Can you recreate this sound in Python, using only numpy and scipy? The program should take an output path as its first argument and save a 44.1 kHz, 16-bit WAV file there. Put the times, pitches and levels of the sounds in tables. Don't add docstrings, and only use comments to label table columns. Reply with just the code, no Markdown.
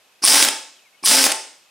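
import sys
import numpy as np
from scipy import signal
from scipy.fft import rfft, irfft, next_fast_len
from scipy.io import wavfile
from scipy.ndimage import uniform_filter1d

SR = 44100
rng = np.random.default_rng(int(sys.argv[2]) if len(sys.argv) > 2 else 0)


def undo_db(level):
    steps = np.asarray(level, float) / 20
    return 10 ** steps


def to_wav(s):
    ch = np.atleast_2d(s).T
    pcm = np.round(np.clip(ch, -1, 1) * 32767)
    wavfile.write(sys.argv[1], SR, pcm.astype(np.int16))


N = 74970

# time in seconds, level of the low whistling bands in dB,
# level of the high whistling bands in dB, level of the broad hiss in dB.
EXHAUST_JET = [
    [(.219, -60, -60, -61), (.226, -32, -44.5, -39.5), (.24, -18, -23.5, -19.5), (.252, -25.5, -10, -21),
     (.265, -20.5, -25.5, -14.5), (.3, -22.5, -24, -14.5), (.41, -25.5, -21, -16),
     (.444, -33, -41.5, -14.5), (.456, -37, -40, -23.5), (.462, -53, -61, -44)],
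    [(1.028, -63, -57.5, -54.5), (1.033, -34, -47, -48), (1.043, -40, -32.5, -32.5),
     (1.05, -29, -12.5, -27), (1.062, -24, -26.5, -15), (1.12, -25, -21.5, -14.5), (1.2, -20.5, -28.5, -19),
     (1.268, -36.5, -32, -14.5), (1.274, -55, -49.5, -36)],
]
# time in seconds, mean rate of passing vanes in Hz, hum level in dB.
VANE_MOTOR = [
    [(.268, 195, -55), (.29, 228, -37), (.324, 269, -34), (.35, 286, -32), (.42, 283, -34),
     (.455, 280, -36), (.475, 277, -55)],
    [(1.06, 185, -55), (1.1, 212, -38), (1.126, 246, -36), (1.15, 267, -33), (1.23, 269, -33),
     (1.262, 264, -33), (1.278, 262, -55)],
]


def evened(x):
    return x / np.sqrt(np.mean(x ** 2) + 1e-20)


def colour(x, points):
    size = next_fast_len(len(x) + 4096)
    hz, db = np.transpose(points)
    bins = np.fft.rfftfreq(size, 1 / SR)
    gain = undo_db(np.interp(np.log(bins + 1), np.log(hz), db))
    return irfft(rfft(x, size) * gain, size)[:len(x)]


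def curve(tables, column, off=None):
    t = np.arange(N) / SR
    rows = np.concatenate(tables)
    out = np.interp(t, rows[:, 0], rows[:, column])
    if off is None:
        return out
    inside = sum((t >= burst[0][0]) & (t <= burst[-1][0]) for burst in tables) > 0
    return np.where(inside, out, off)


def ring(modes):
    t = np.arange(SR // 4) / SR
    return sum(undo_db(db - 60 * t / t60) * np.sin(2 * np.pi * hz * t) for hz, db, t60 in modes)


def struck_modes(blows, modes):
    impulses = np.zeros(N)
    for start, db in blows:
        impulses[round(start * SR)] += undo_db(db)
    return signal.oaconvolve(impulses, ring(modes))[:N]


def resonate(x, hz, width):
    return signal.lfilter(*signal.iirpeak(hz, hz / width, SR), x)


def whistling_bands(air, table):
    total = 0
    for hz, width, db in table:
        once = resonate(air, hz, width)
        total = total + undo_db(db) * resonate(once, hz, width)
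    return evened(total)


def jet(turns):
    # centre in Hz, width of a single pass in Hz, relative level in dB.
    low_bands = [(5062, 990, -2), (5600, 810, -7.5)]
    high_bands = [(8520, 880, -2), (9270, 230, 1.5), (9890, 540, 1.5)]
    # frequency in Hz, relative gain of the broad hiss in dB.
    hiss = [(300, -51), (1500, -28), (3500, -16), (6500, -16), (10000, -15.5), (11500, -24), (15500, -25.5)]
    gate_depth, flutter_db = 0.36, 0.5
    air = rng.standard_normal(N)
    slow = uniform_filter1d(rng.standard_normal(N), size=90)
    flutter = evened(uniform_filter1d(slow, size=90))
    chopped = 1 + gate_depth * np.cos(2 * np.pi * turns)
    gate = evened(chopped * undo_db(flutter_db * flutter))
    parts = (whistling_bands(air, low_bands), whistling_bands(air, high_bands), evened(colour(air, hiss)))
    return gate * sum(part * undo_db(curve(EXHAUST_JET, k + 1, off=-200)) for k, part in enumerate(parts))


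def struck_housing(clicks):
    # frequency in Hz, gain of the dry tick in dB.
    tick = [(120, -35.5), (300, -1.5), (450, -10), (900, -3), (1300, 0.5), (2700, 1), (4500, -1),
            (7500, -3), (11000, -5.5), (15500, -28.5)]
    # mode in Hz, relative level in dB, t60 in seconds.
    housing = [(895, 0, .08), (1096, -5, .07), (1650, -14, .025), (2310, -10, .03), (2670, -8, .03),
               (3230, -14, .012), (4290, -12, .015), (4520, -12, .02), (7550, -15, .02), (8300, -15, .02)]
    ring_db = -16.5
    body = ring(housing)
    ringing = signal.oaconvolve(clicks, body / np.linalg.norm(body))[:N]
    return colour(clicks, tick) + undo_db(ring_db) * ringing


def rattle():
    # time in seconds, level in dB.
    loudness = [
        [(.222, -36.5), (.25, -27), (.275, -31.5), (.33, -16), (.38, -17.5), (.44, -25), (.455, -19),
         (.485, -23), (.5, -45)],
        [(1.03, -40), (1.055, -69), (1.065, -32.5), (1.11, -20.5), (1.2, -19), (1.265, -28.5), (1.28, -24.5),
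         (1.315, -22), (1.33, -53)],
    ]
    ticks_per_s, tick_spread_db = 2700, 4.5
    tick_s = 0.00046
    sizes = undo_db(tick_spread_db * np.minimum(rng.exponential(1, N), 3))
    sizes *= rng.random(N) < ticks_per_s / SR
    power = signal.lfilter([1], [1, -np.exp(-1 / (tick_s * SR))], sizes ** 2)
    ticks = np.sqrt(power) * rng.standard_normal(N)
    steady_rms = np.sqrt(np.mean(struck_housing(ticks) ** 2))
    return struck_housing(ticks * undo_db(curve(loudness, 1, off=-200))) / steady_rms


def clacks():
    # start in seconds, strength in dB, length to a fall by e in seconds, brightness in dB per octave.
    table = [(0.251, -14, 0.0063, 4.5), (0.2732, -9.5, 0.018, 0.5), (.3998, -14.5, 0.0062, -2.5),
             (0.4242, -4, 0.0046, 1.5), (.4486, -7, .002, -0.2), (0.4864, -6.5, 0.0043, 1),
             (1.0577, -9.5, 0.0064, 5.5), (1.0733, -6.5, 0.0019, 0.5), (1.1157, -14.5, .003, -4.5),
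             (1.2401, 3, 0.00092, 2.5), (1.2417, -16, 0.0049, 1.8), (1.2653, -11, 0.0011, -4.5),
             (1.268, -14.5, 0.0074, 0.5), (1.3181, -5, 0.0012, 2), (1.3211, -7, 0.00237, 2)]
    out = np.zeros(N)
    for start, db, length, tilt_db in table:
        burst = rng.standard_normal(1024) * np.exp(-(np.arange(1024) / SR / length) ** 2)
        at = round(start * SR)
        out[at:at + 1024] += undo_db(db) * colour(burst, [(500, -3 * tilt_db), (16000, 2 * tilt_db)])
    return struck_housing(out)


def falter():
    # time in seconds, gain at the notch in dB.
    stalls = [(.272, -8), (.352, -6), (.4468, -14), (1.073, -11), (1.164, -10), (1.2378, -12), (1.316, -8)]
    stall_s = .0013
    t = np.arange(N) / SR
    return undo_db(sum(db * np.exp(-.5 * ((t - s) / stall_s) ** 2) for s, db in stalls))


def vane_turns():
    hum_wobble = .014
    wobble = evened(uniform_filter1d(rng.standard_normal(N), size=400))
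    return np.cumsum(curve(VANE_MOTOR, 1) * (1 + hum_wobble * wobble)) / SR


def hum(turns):
    # multiple of the vane rate, relative level in dB.
    harmonics = [(1, -1), (2, -5), (3, -10), (4, -10)]
    tones = sum(undo_db(db) * np.cos(2 * np.pi * (k * turns + rng.random())) for k, db in harmonics)
    return np.sqrt(2) * tones * undo_db(curve(VANE_MOTOR, 2, off=-200))


def valve_knocks():
    # time in seconds, strength in dB.
    knocks = [(.2377, -19), (1.0375, -26)]
    # mode in Hz, relative level in dB, t60 in seconds.
    valve = [(355, -5, .025), (900, -4, .03), (1100, 0, .07), (1647, -10, .025), (2345, -4, .06)]
    return struck_modes(knocks, valve)


def trigger_thuds():
    # time in seconds, strength in dB.
    thuds = [(.2195, -32), (1.0265, -32.5)]
    # mode in Hz, relative level in dB, t60 in seconds.
    grip = [(330, -5, 0.028), (708.2, -17.5, 0.014)]
    return struck_modes(thuds, grip)


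def steel_pings():
    # time in seconds, strength in dB.
    pings = [(.354, -26.5), (.378, -33), (.449, -23.5), (1.169, -28), (1.216, -26.5), (1.24, -26.5),
             (1.267, -27)]
    # mode in Hz, relative level in dB, t60 in seconds.
    steel = [(14870, 0, .13), (14915, -5, .1), (15300, 0, .03)]
    return struck_modes(pings, steel)


def low_rumble():
    # frequency in Hz, relative gain in dB.
    rumble = [(20, 0.5), (60, -4.5), (130, 1.5), (250, -26.5)]
    against_hiss_db = -44
    level = undo_db(against_hiss_db + curve(EXHAUST_JET, 3, off=-200))
    return level * evened(colour(rng.standard_normal(N), rumble))


def garage(x):
    # frequency in Hz, t60 in seconds.
    decay = [(150, 0.19), (400, 0.54), (1040, 0.44), (2760, 0.54), (7280, 0.55), (12000, 0.31),
             (15500, 0.38)]
    # frequency in Hz, gain of the sound fed to the tails in dB.
    wet = [(100, -12), (400, -3), (2000, -7), (5500, -9.5), (9000, -7.5), (15000, -12.5)]
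    tail_turn_hz, build_up_s = 2.286, 0.014
    hz, t, z = signal.stft(rng.standard_normal((3, 2, SR)), SR, nperseg=256)
    f, t60 = np.transpose(decay)
    band_t60 = np.interp(np.log(hz + 1), np.log(f), t60)[:, None]
    z *= undo_db(-60 * t / band_t60)
    tail = signal.istft(z, SR, nperseg=256)[1][..., :SR]
    tail = tail * np.minimum(np.arange(SR) / SR / build_up_s, 1)
    cycles = tail_turn_hz * np.arange(N) / SR + np.arange(3)[:, None] / 3
    share = np.sqrt(2 / 3) * np.cos(2 * np.pi * cycles)
    fed = (colour(x, wet) * share)[:, None]
    return signal.fftconvolve(fed, tail / np.linalg.norm(tail[0, 0]), axes=2).sum(0)[:, :N]


def bird():
    # start in seconds, length in seconds, first frequency in Hz, last frequency in Hz,
    # level in dB ahead of the soft ends and the roughness.
    notes = [(.766, .04, 3300, 2800, -59), (.808, .034, 2550, 2640, -61), (.842, .044, 2500, 2030, -59),
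             (.93, .035, 2200, 2185, -61), (.974, .03, 3030, 2900, -59)]
    rough_db = 4
    out = np.zeros(N)
    for start, length, from_hz, to_hz, db in notes:
        u = np.linspace(0, 1, round(length * SR))
        phase = 2 * np.pi * np.cumsum(from_hz + (to_hz - from_hz) * u) / SR
        note = np.sin(phase) * np.sqrt(np.sin(np.pi * u).clip(0))
        out[round(start * SR):][:len(u)] += np.sqrt(2) * undo_db(db) * note
    roughness = evened(uniform_filter1d(rng.standard_normal(N), size=200))
    return out * undo_db(rough_db * roughness)


def pulsing_tone():
    first_s, pulses_per_s = .0265, 29.96
    peak_db, pulse_s, tone_hz = -58.5, .0035, 2560
    t = np.arange(N) / SR
    away = (((t - first_s) * pulses_per_s + .5) % 1 - .5) / pulses_per_s
    return undo_db(peak_db) * np.exp(-.5 * (away / pulse_s) ** 2) * np.sin(2 * np.pi * tone_hz * away)


def quiet_floor():
    # frequency in Hz, relative gain in dB.
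    floor = [(24, -49.5), (40, -33), (129, -20.5), (564, -10), (841, -10), (1960, -13.5), (2600, -10),
             (3500, -12.5), (7750, -19.5), (13500, -22.5), (14800, -37)]
    return undo_db(-59) * evened(colour(rng.standard_normal(N), floor))


def scene():
    # frequency in Hz, gain of the side signal in dB.
    width_gain = [(40, -37.5), (125, -20.5), (250, -20.5), (600, -13), (1200, -9), (2500, -13),
                  (5000, -7.5), (10300, -8), (11200, -52.5)]
    bass_cut_hz, hum_room_db = 168, -1
    floor_side_db, bird_side_db = 5, 3
    turns = vane_turns()
    tool = (jet(turns) + rattle()) * falter() + clacks()
    tool += valve_knocks() + trigger_thuds() + steel_pings()
    tool = signal.sosfilt(signal.butter(3, bass_cut_hz, "high", fs=SR, output="sos"), tool)
    motor = hum(turns)
    mid, side = garage(tool + undo_db(hum_room_db) * motor)
    song = bird()
    mid = mid + tool + motor + low_rumble() + quiet_floor() + song + pulsing_tone()
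    side = side + undo_db(floor_side_db) * quiet_floor() + undo_db(bird_side_db) * song
    side = colour(side, width_gain)
    return np.array([mid + side, mid - side])


def low_pass(x):
    return signal.sosfilt(signal.butter(12, 16110, fs=SR, output="sos"), x)


def record(dry):
    knee, edge_hz = 6, 15850
    bent = dry / (1 + abs(dry) ** knee) ** (1 / knee)
    edge = signal.firwin(511, edge_hz, window=("kaiser", 9), fs=SR)[None]
    mix = signal.oaconvolve(bent, edge, "same")
    return low_pass(mix)


dry = scene()
out = record(dry)
to_wav(out)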